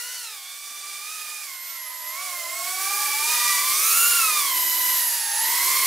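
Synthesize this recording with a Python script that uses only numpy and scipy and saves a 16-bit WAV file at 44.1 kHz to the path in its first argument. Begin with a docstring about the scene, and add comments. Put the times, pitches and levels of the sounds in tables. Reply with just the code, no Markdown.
"""A small drone with four whirring rotors flies in over a snow field and hovers close to a stereo microphone.
Each three-blade rotor sings at its own speed: sines give its blade tones and overtones and a thin motor
whine, and filtered noise chopped by the blades gives the wash. One faint low knock falls nearby.
The soft snow gives almost no echo, only a short scatter that differs between the two microphone ports."""
import sys
import numpy as np
from scipy import signal
from scipy.fft import rfft, irfft, next_fast_len
from scipy.io import wavfile
from scipy.ndimage import uniform_filter1d

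SR = 44100
rng = np.random.default_rng(int(sys.argv[2]) if len(sys.argv) > 2 else 0)


def rack_gain(trim_db):
    """Turn a fader trim in dB into the linear factor to multiply a signal by."""
    fader = np.asarray(trim_db, float)
    return 10 ** (fader / 20)


def bounce(signal):
    """Save signal as a 16-bit WAV file at the path given by the first command-line argument."""
    frames = np.transpose(np.atleast_2d(signal))
    limited = np.clip(frames, -1, 1)
    pcm = np.round(limited * 32767).astype(np.int16)
    wavfile.write(sys.argv[1], SR, pcm)


N = 258426  # length [samples]

# Scattered sound at the microphone against the direct sound: (frequency [Hz], level [dB])
SCATTER = [(60, -9), (300, -18), (700, -17), (1500, -18), (3500, -13), (7000, -10), (11000, -12),
           (14000, -15)]
# Lean of the direct sound between the ports: (frequency [Hz], left minus right [dB])
LEFT_LEAN = [(60, -3), (240, -3), (950, -3), (3770, -5), (15000, -4)]
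# Bearing of the craft, added to that lean; it drifts from left to right early on, then back:
# (time [s], left minus right [dB])
BEARING = [(0.0, 4.5), (0.5, 1.5), (1.1, 1), (2.0, -0.3), (3.5, 2.5), (5.86, 2)]
# Faint low knock nearby: (start [s], frequency [Hz], level before the soft attack [dB], 60 dB decay [s])
THUD = (.706, 250, -51, .06)
# Approach of the craft: (time [s], loudness against the close hover [dB], extra wash treble [dB])
APPROACH = [(0.0, -13, -1.5), (0.5, -12.5, -4), (0.9, -10, -4), (1.2, -10, -2.5), (1.6, -9.5, -4),
            (2.0, -7.5, -4), (2.3, -3, -1), (2.6, -3.5, -0.5), (3.0, -1, 1), (3.45, 1, -1.5),
            (3.7, -0.5, 2.5), (4.0, -1.5, 6.5), (4.3, 0.5, 1.5), (4.7, -1, 2), (5.0, 0.5, 1),
            (5.25, 0, -0.5), (5.45, 1.5, 0.5), (5.86, 1.5, 1.5)]

# Middles of the four regions of the wash: (frequency [Hz])
WASH_CENTRES = [600, 3200, 7500, 13000]
# Colour of the wash, on top of the region levels: (frequency [Hz], gain [dB])
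WASH_COLOUR = [(30, -61), (100, -49.5), (170, -44), (260, -31), (400, -22), (650, -13), (1000, -14),
               (1700, -5.5), (3000, -4.5), (5000, -1.5), (8000, -2), (11000, 1.5), (13500, -2), (15000, -2)]
# Wash close by at hover speed, before its colour, one entry a region: (density [dB per Hz])
WASH_LEVEL = [-63, -65, -63.5, -66.5]
# Rise of the wash with thrust, one entry a region: (rise [dB per doubling of mean rotor speed])
THRUST_RISE = [8.8, 15.7, 16.4, 15]
# How far each region follows the extra treble of the approach: (share [dB per dB])
TREBLE_SHARE = [0.086, -0.25, -0.1, 1]

# Rotor speeds at the turning points of the flight, before smoothing and nudges:
# (time [s], rotor 1, rotor 2, rotor 3, rotor 4 [turns per s])
SPEED = [(0.0, 466.6, 458, 324, 314), (0.13, 503.5, 475, 342.5, 309), (0.22, 484, 460, 319, 292),
         (0.4, 390.2, 361.7, 266, 244.5), (0.63, 396.2, 381, 269.3, 233), (0.8, 392.4, 390.6, 270.7, 228),
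         (0.99, 395.7, 383, 275, 235.5), (1.14, 424.3, 409, 295.6, 249), (1.28, 407.8, 400.7, 294, 253),
         (1.41, 411.7, 398.8, 286.3, 254), (1.5, 365.7, 347, 259, 249), (1.61, 348.2, 327.7, 239, 238),
         (1.7, 363.8, 337.5, 228, 231), (1.85, 341, 314, 209, 210), (2.06, 335.6, 317.7, 210, 196.9),
         (2.14, 351.5, 327, 214, 191.3), (2.24, 389.8, 370.6, 246.2, 197), (2.37, 348.4, 347.2, 232, 200),
         (2.46, 343.6, 340.6, 222, 202), (2.6, 367, 361.4, 235, 225.2), (2.94, 399.1, 392.3, 277.2, 268.3),
         (3.16, 385.2, 382.1, 286, 281.7), (3.32, 412.8, 407.1, 325, 307.9),
         (3.59, 386.1, 380, 325.8, 335.9), (3.74, 395.8, 380.5, 360.4, 353), (3.95, 464, 383, 434, 365),
         (4.08, 478.4, 391.6, 471, 358.2), (4.18, 466, 372, 456, 347.8), (4.31, 414.3, 342, 412, 326.4),
         (4.41, 397, 357, 384.2, 334), (4.55, 351.2, 327, 336.8, 322), (4.72, 338.6, 330, 331.8, 325),
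         (4.95, 345.2, 331, 331.8, 322.3), (5.11, 320, 302, 320, 294), (5.31, 302, 282.2, 304.5, 268.5),
         (5.41, 325, 308, 302.4, 287.2), (5.5, 361.8, 333.8, 312.5, 304.9), (5.61, 365, 340.2, 338, 319),
         (5.74, 394.7, 357.7, 351, 330), (5.86, 387.3, 361.3, 355.5, 332.5)]
# Tones against the approach loudness; as the craft turns, its ducts show or hide each rotor:
# (time [s], blade tone of rotors 1, 2, 3, 4 [dB], octave above its blade tone
# for rotors 1-2 [dB], the same for rotors 3-4 [dB], once-per-turn tone [dB])
TONES = [(0.0, -32.5, -40.5, -41, -52, 0, 10, -48), (0.3, -41, -40, -45, -53, 1, 2, -55),
         (0.55, -44.5, -44.5, -55, -56, 4.5, 5, -71), (0.8, -39.5, -41, -55, -70, 2.5, 0, -59),
         (1.3, -38.5, -41.5, -49.5, -65, 4, 0, -61), (1.65, -45, -48.5, -64, -60, 6, 13, -69),
         (2.15, -36.5, -43, -48, -58, -1, -1, -73.5), (2.6, -43.5, -38.5, -45.5, -44.5, 3.5, -4.5, -59.5),
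         (3.0, -33.5, -36, -44, -42.5, -1.5, -1, -55.5), (3.25, -41, -40, -39, -41.5, 5.5, -9.5, -59),
         (3.5, -31.5, -37, -40, -41, -3.5, 5, -64.5), (3.8, -36, -38.5, -41, -45, -2.5, 2.5, -57),
         (4.05, -31, -39, -28, -43, -2, -0.5, -52), (4.35, -34.5, -40, -30.5, -46.5, -4, -3.5, -58),
         (4.6, -43, -40.5, -35, -42.5, -1.5, -5.5, -54), (4.9, -38.5, -37, -54, -56.5, -6, 14.5, -59.5),
         (5.15, -41, -52.5, -50.5, -52, -8, 7, -86), (5.4, -46, -45, -40.5, -40, 4.5, -5, -67),
         (5.65, -41, -36.5, -39.5, -42.5, 2.5, -2.5, -55.5), (5.86, -41, -35.5, -34.5, -42, -3, -1, -53.5)]
# Overtones of all rotors together, against the approach loudness:
# (time [s], third [dB], fourth [dB], common level of the upper ones [dB])
OVERTONES = [(0.0, -35, -32, -38), (0.27, -32.5, -36, -56), (0.55, -36, -40, -40.5), (1.3, -42, -43, -45),
             (1.5, -47, -49, -47), (2.3, -52, -54, -53), (2.7, -50, -43.5, -42.5), (3.0, -48, -40.5, -46),
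             (3.3, -41.5, -40.5, -47.5), (3.7, -37, -36, -36.5), (3.85, -37.5, -43, -30.5),
             (4.05, -42, -52, -29.5), (4.2, -43, -48, -34), (4.35, -35.5, -37, -45), (4.6, -37, -41, -43),
             (4.9, -38.5, -41, -44.5), (5.2, -47.5, -48, -41), (5.86, -40.5, -36, -45)]
# Upper overtones: (multiple of the blade tone [1], level against their common level [dB])
UPPER = [(5, 1), (6, -7), (7, 2), (8, -7), (9, -6)]
# Motor whine against the approach loudness, before the fade away from the bell ring:
# (time [s], rotor 1, rotor 2, rotor 3, rotor 4 [dB])
WHINE = [(0.0, -56, -56, -52, -54), (0.4, -40, -37, -56, -56), (1.35, -43, -45, -48, -58),
         (1.6, -37, -28.5, -49, -50), (2.1, -36, -30.5, -48, -46), (2.25, -44, -44, -50, -42),
         (2.6, -45, -44, -45, -25), (2.85, -42, -43, -43, -50), (3.2, -41, -43, -36, -50),
         (3.5, -40, -43, -33, -40), (4.05, -60, -48, -48, -52), (4.42, -50, -50, -48, -39),
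         (4.55, -31, -29, -38, -29), (5.1, -27.5, -36, -35, -27.5), (5.4, -40, -24.5, -36, -37),
         (5.55, -46, -31, -38, -37), (5.86, -48, -43, -45, -30)]

BLADES, COGS = 3, 36  # blade passes and motor cogging pulses per turn
HOVER_TURNS_PER_S = 350
BELL_HZ, BELL_FADE_DB = 12300, 18  # ring of the motor bell; loss per octave away from it
BRIGHT_DB = 128  # pull of the overtones towards the faster rotors, per tenfold speed


def rms_one(x):
    """Scale to an rms of 1."""
    return x / np.sqrt(np.mean(x ** 2) + 1e-20)


def in_time(rows):
    """Columns of a table, one value per sample."""
    s, *columns = np.transpose(rows)
    return np.array([np.interp(np.arange(N) / SR, s, c) for c in columns])


def at_hz(points, hz):
    """Read a spectrum on a log-frequency axis."""
    point_hz, value = np.transpose(points)
    return np.interp(np.log(hz + 1), np.log(point_hz), value)


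def drift(rate_hz):
    """Slow chance, spread 1: noise at every 40th sample through a double one-pole."""
    pole = np.exp(-80 * np.pi * rate_hz / SR)
    noise = rng.standard_normal(N // 40 + 2002)
    slow = signal.lfilter([1], [1, -2 * pole, pole * pole], noise)[2000:]  # skip the settling
    return np.interp(np.arange(N) / 40, np.arange(len(slow)), rms_one(slow))


def coloured(x, gain):
    """Filter by a gain given on the FFT grid."""
    size = next_fast_len(N)
    return irfft(rfft(x, size) * gain, size)[..., :N]


def stereo(x, smear_s=.03):
    """Sound scattered by snow banks and the housing reaches the two ports with opposite sign."""
    size = next_fast_len(N)
    hz = np.fft.rfftfreq(size, 1 / SR)
    t = np.arange(4096) / SR
    echo = rng.standard_normal(len(t)) * np.exp(-t / smear_s)
    scattered = rfft(echo / np.linalg.norm(echo), size) * rack_gain(at_hz(SCATTER, hz))
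    lean = rack_gain(at_hz(LEFT_LEAN, hz) / 2)
    return coloured(x, np.array([lean * (1 + scattered), (1 - scattered) / lean]))


def thud():
    """The knock: one decaying low sine with a soft attack."""
    start_s, hz, level_db, t60 = THUD
    t = np.maximum(np.arange(N) / SR - start_s, 0)
    attack = 1 - np.exp(-t / .008)
    return rack_gain(level_db - 60 * t / t60) * np.sin(2 * np.pi * hz * t) * attack


def wash(speed, angle, chop=0.59, patchy_db=0.49):
    """Turbulent noise from each rotor, pulsing as its blades pass; it swells and brightens with thrust."""
    air = sum((1 + chop * np.cos(BLADES * turn)) * rng.standard_normal(N) for turn in angle)
    air = rms_one(air) * np.sqrt(SR / 2)  # 0 dB per Hz
    hz = np.fft.rfftfreq(next_fast_len(N), 1 / SR)
    colour = rack_gain(at_hz(WASH_COLOUR, hz))
    gust = drift(10.6)  # shared by all regions
    thrust = np.log2(speed.mean(axis=0) / HOVER_TURNS_PER_S)
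    treble_db = in_time(APPROACH)[1]
    out = 0
    for k, weights in enumerate(np.eye(len(WASH_CENTRES))):
        region = at_hz(np.transpose([WASH_CENTRES, weights]), hz)  # fades out at the neighbouring centres
        level_db = WASH_LEVEL[k] + THRUST_RISE[k] * thrust + TREBLE_SHARE[k] * treble_db
        patches_db = patchy_db * (gust + drift(8.8))
        out += rack_gain(level_db + patches_db) * coloured(air, colour * region)
    return out


def rotor_angles(wobble=.0055, rate_hz=18.0):
    """Speed and shaft angle of each rotor; the flight controller keeps nudging the speed up and down."""
    speed = uniform_filter1d(in_time(SPEED), size=1800, axis=1)
    nudges = np.array([drift(rate_hz) for _ in speed])
    # quick nudges that cancel out
    nudges = rms_one(nudges - uniform_filter1d(nudges, size=7000, axis=1))
    speed = speed * (1 + wobble * nudges)
    start_turn = rng.random((len(speed), 1))
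    return speed, 2 * np.pi * (np.cumsum(speed, axis=1) / SR + start_turn)


def tone(angle, level_db, flutter_db, blur):
    """A sine whose strength [dB] and phase [rad] are shaken by turbulent inflow."""
    strength = np.sqrt(2) * rack_gain(level_db + flutter_db * drift(22.0))
    return strength * np.sin(angle + blur * drift(25.0))


def rotor_tones(speed, angle):
    """Blade-passing tones, overtones and motor cogging whine of all rotors, and one imbalance tone."""
    levels = in_time(TONES)
    blade_db, imbalance_db = levels[:4], levels[6]
    octave_db = blade_db + levels[[4, 4, 5, 5]]
    whine_db = in_time(WHINE)
    third_db, fourth_db, upper_db = in_time(OVERTONES)
    # fast rotors whose octave is well heard carry the higher overtones; the shares add up to full power
    bright_db = octave_db + BRIGHT_DB * np.log10(speed)
    share_db = bright_db - 10 * np.log10(np.sum(rack_gain(2 * bright_db), axis=0))
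    out = 0
    for k, turn in enumerate(angle):
        passes = BLADES * turn
        out += tone(passes, blade_db[k], flutter_db=1.8, blur=.3)
        out += tone(2 * passes, octave_db[k], flutter_db=2.2, blur=.4)
        out += tone(3 * passes, third_db + share_db[k], flutter_db=2.5, blur=.3)
        out += tone(4 * passes, fourth_db + share_db[k], flutter_db=2.5, blur=.4)
        for multiple, level_db in UPPER:
            out += tone(multiple * passes, upper_db + share_db[k] + level_db, flutter_db=2.5, blur=.45)
        # the whine is favoured where it meets the ring of the motor bell
        fade_db = BELL_FADE_DB * np.abs(np.log2(COGS * speed[k] / BELL_HZ))
        out += tone(COGS * turn, whine_db[k] - fade_db, flutter_db=1.5, blur=0.16)
    # the propeller of rotor 1 is slightly out of balance
    return out + tone(angle[0], imbalance_db, flutter_db=3.5, blur=0.42)


def scene():
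    """The drone nears over the snow, with the knock off to the side of its loudness curve."""
    speed, angle = rotor_angles()
    nearness = rack_gain(in_time(APPROACH)[0])
    drone = nearness * (rotor_tones(speed, angle) + wash(speed, angle))
    bearing = rack_gain(in_time(BEARING) / 2 * [[1], [-1]])  # left up, right down
    return stereo(drone + thud()) * bearing


def top_cut(x):
    """Nothing passes above the cut-off."""
    return signal.sosfilt(signal.butter(12, 17010, fs=SR, output="sos"), x)


def record(dry):
    """The recorder cuts the top steeply, 60 dB down from 15950 Hz on."""
    low_pass = signal.cheby2(22, 60, 15950, fs=SR, output="sos")
    cut = signal.sosfilt(low_pass, dry)
    return top_cut(cut)


dry = scene()
out = record(dry)
bounce(out)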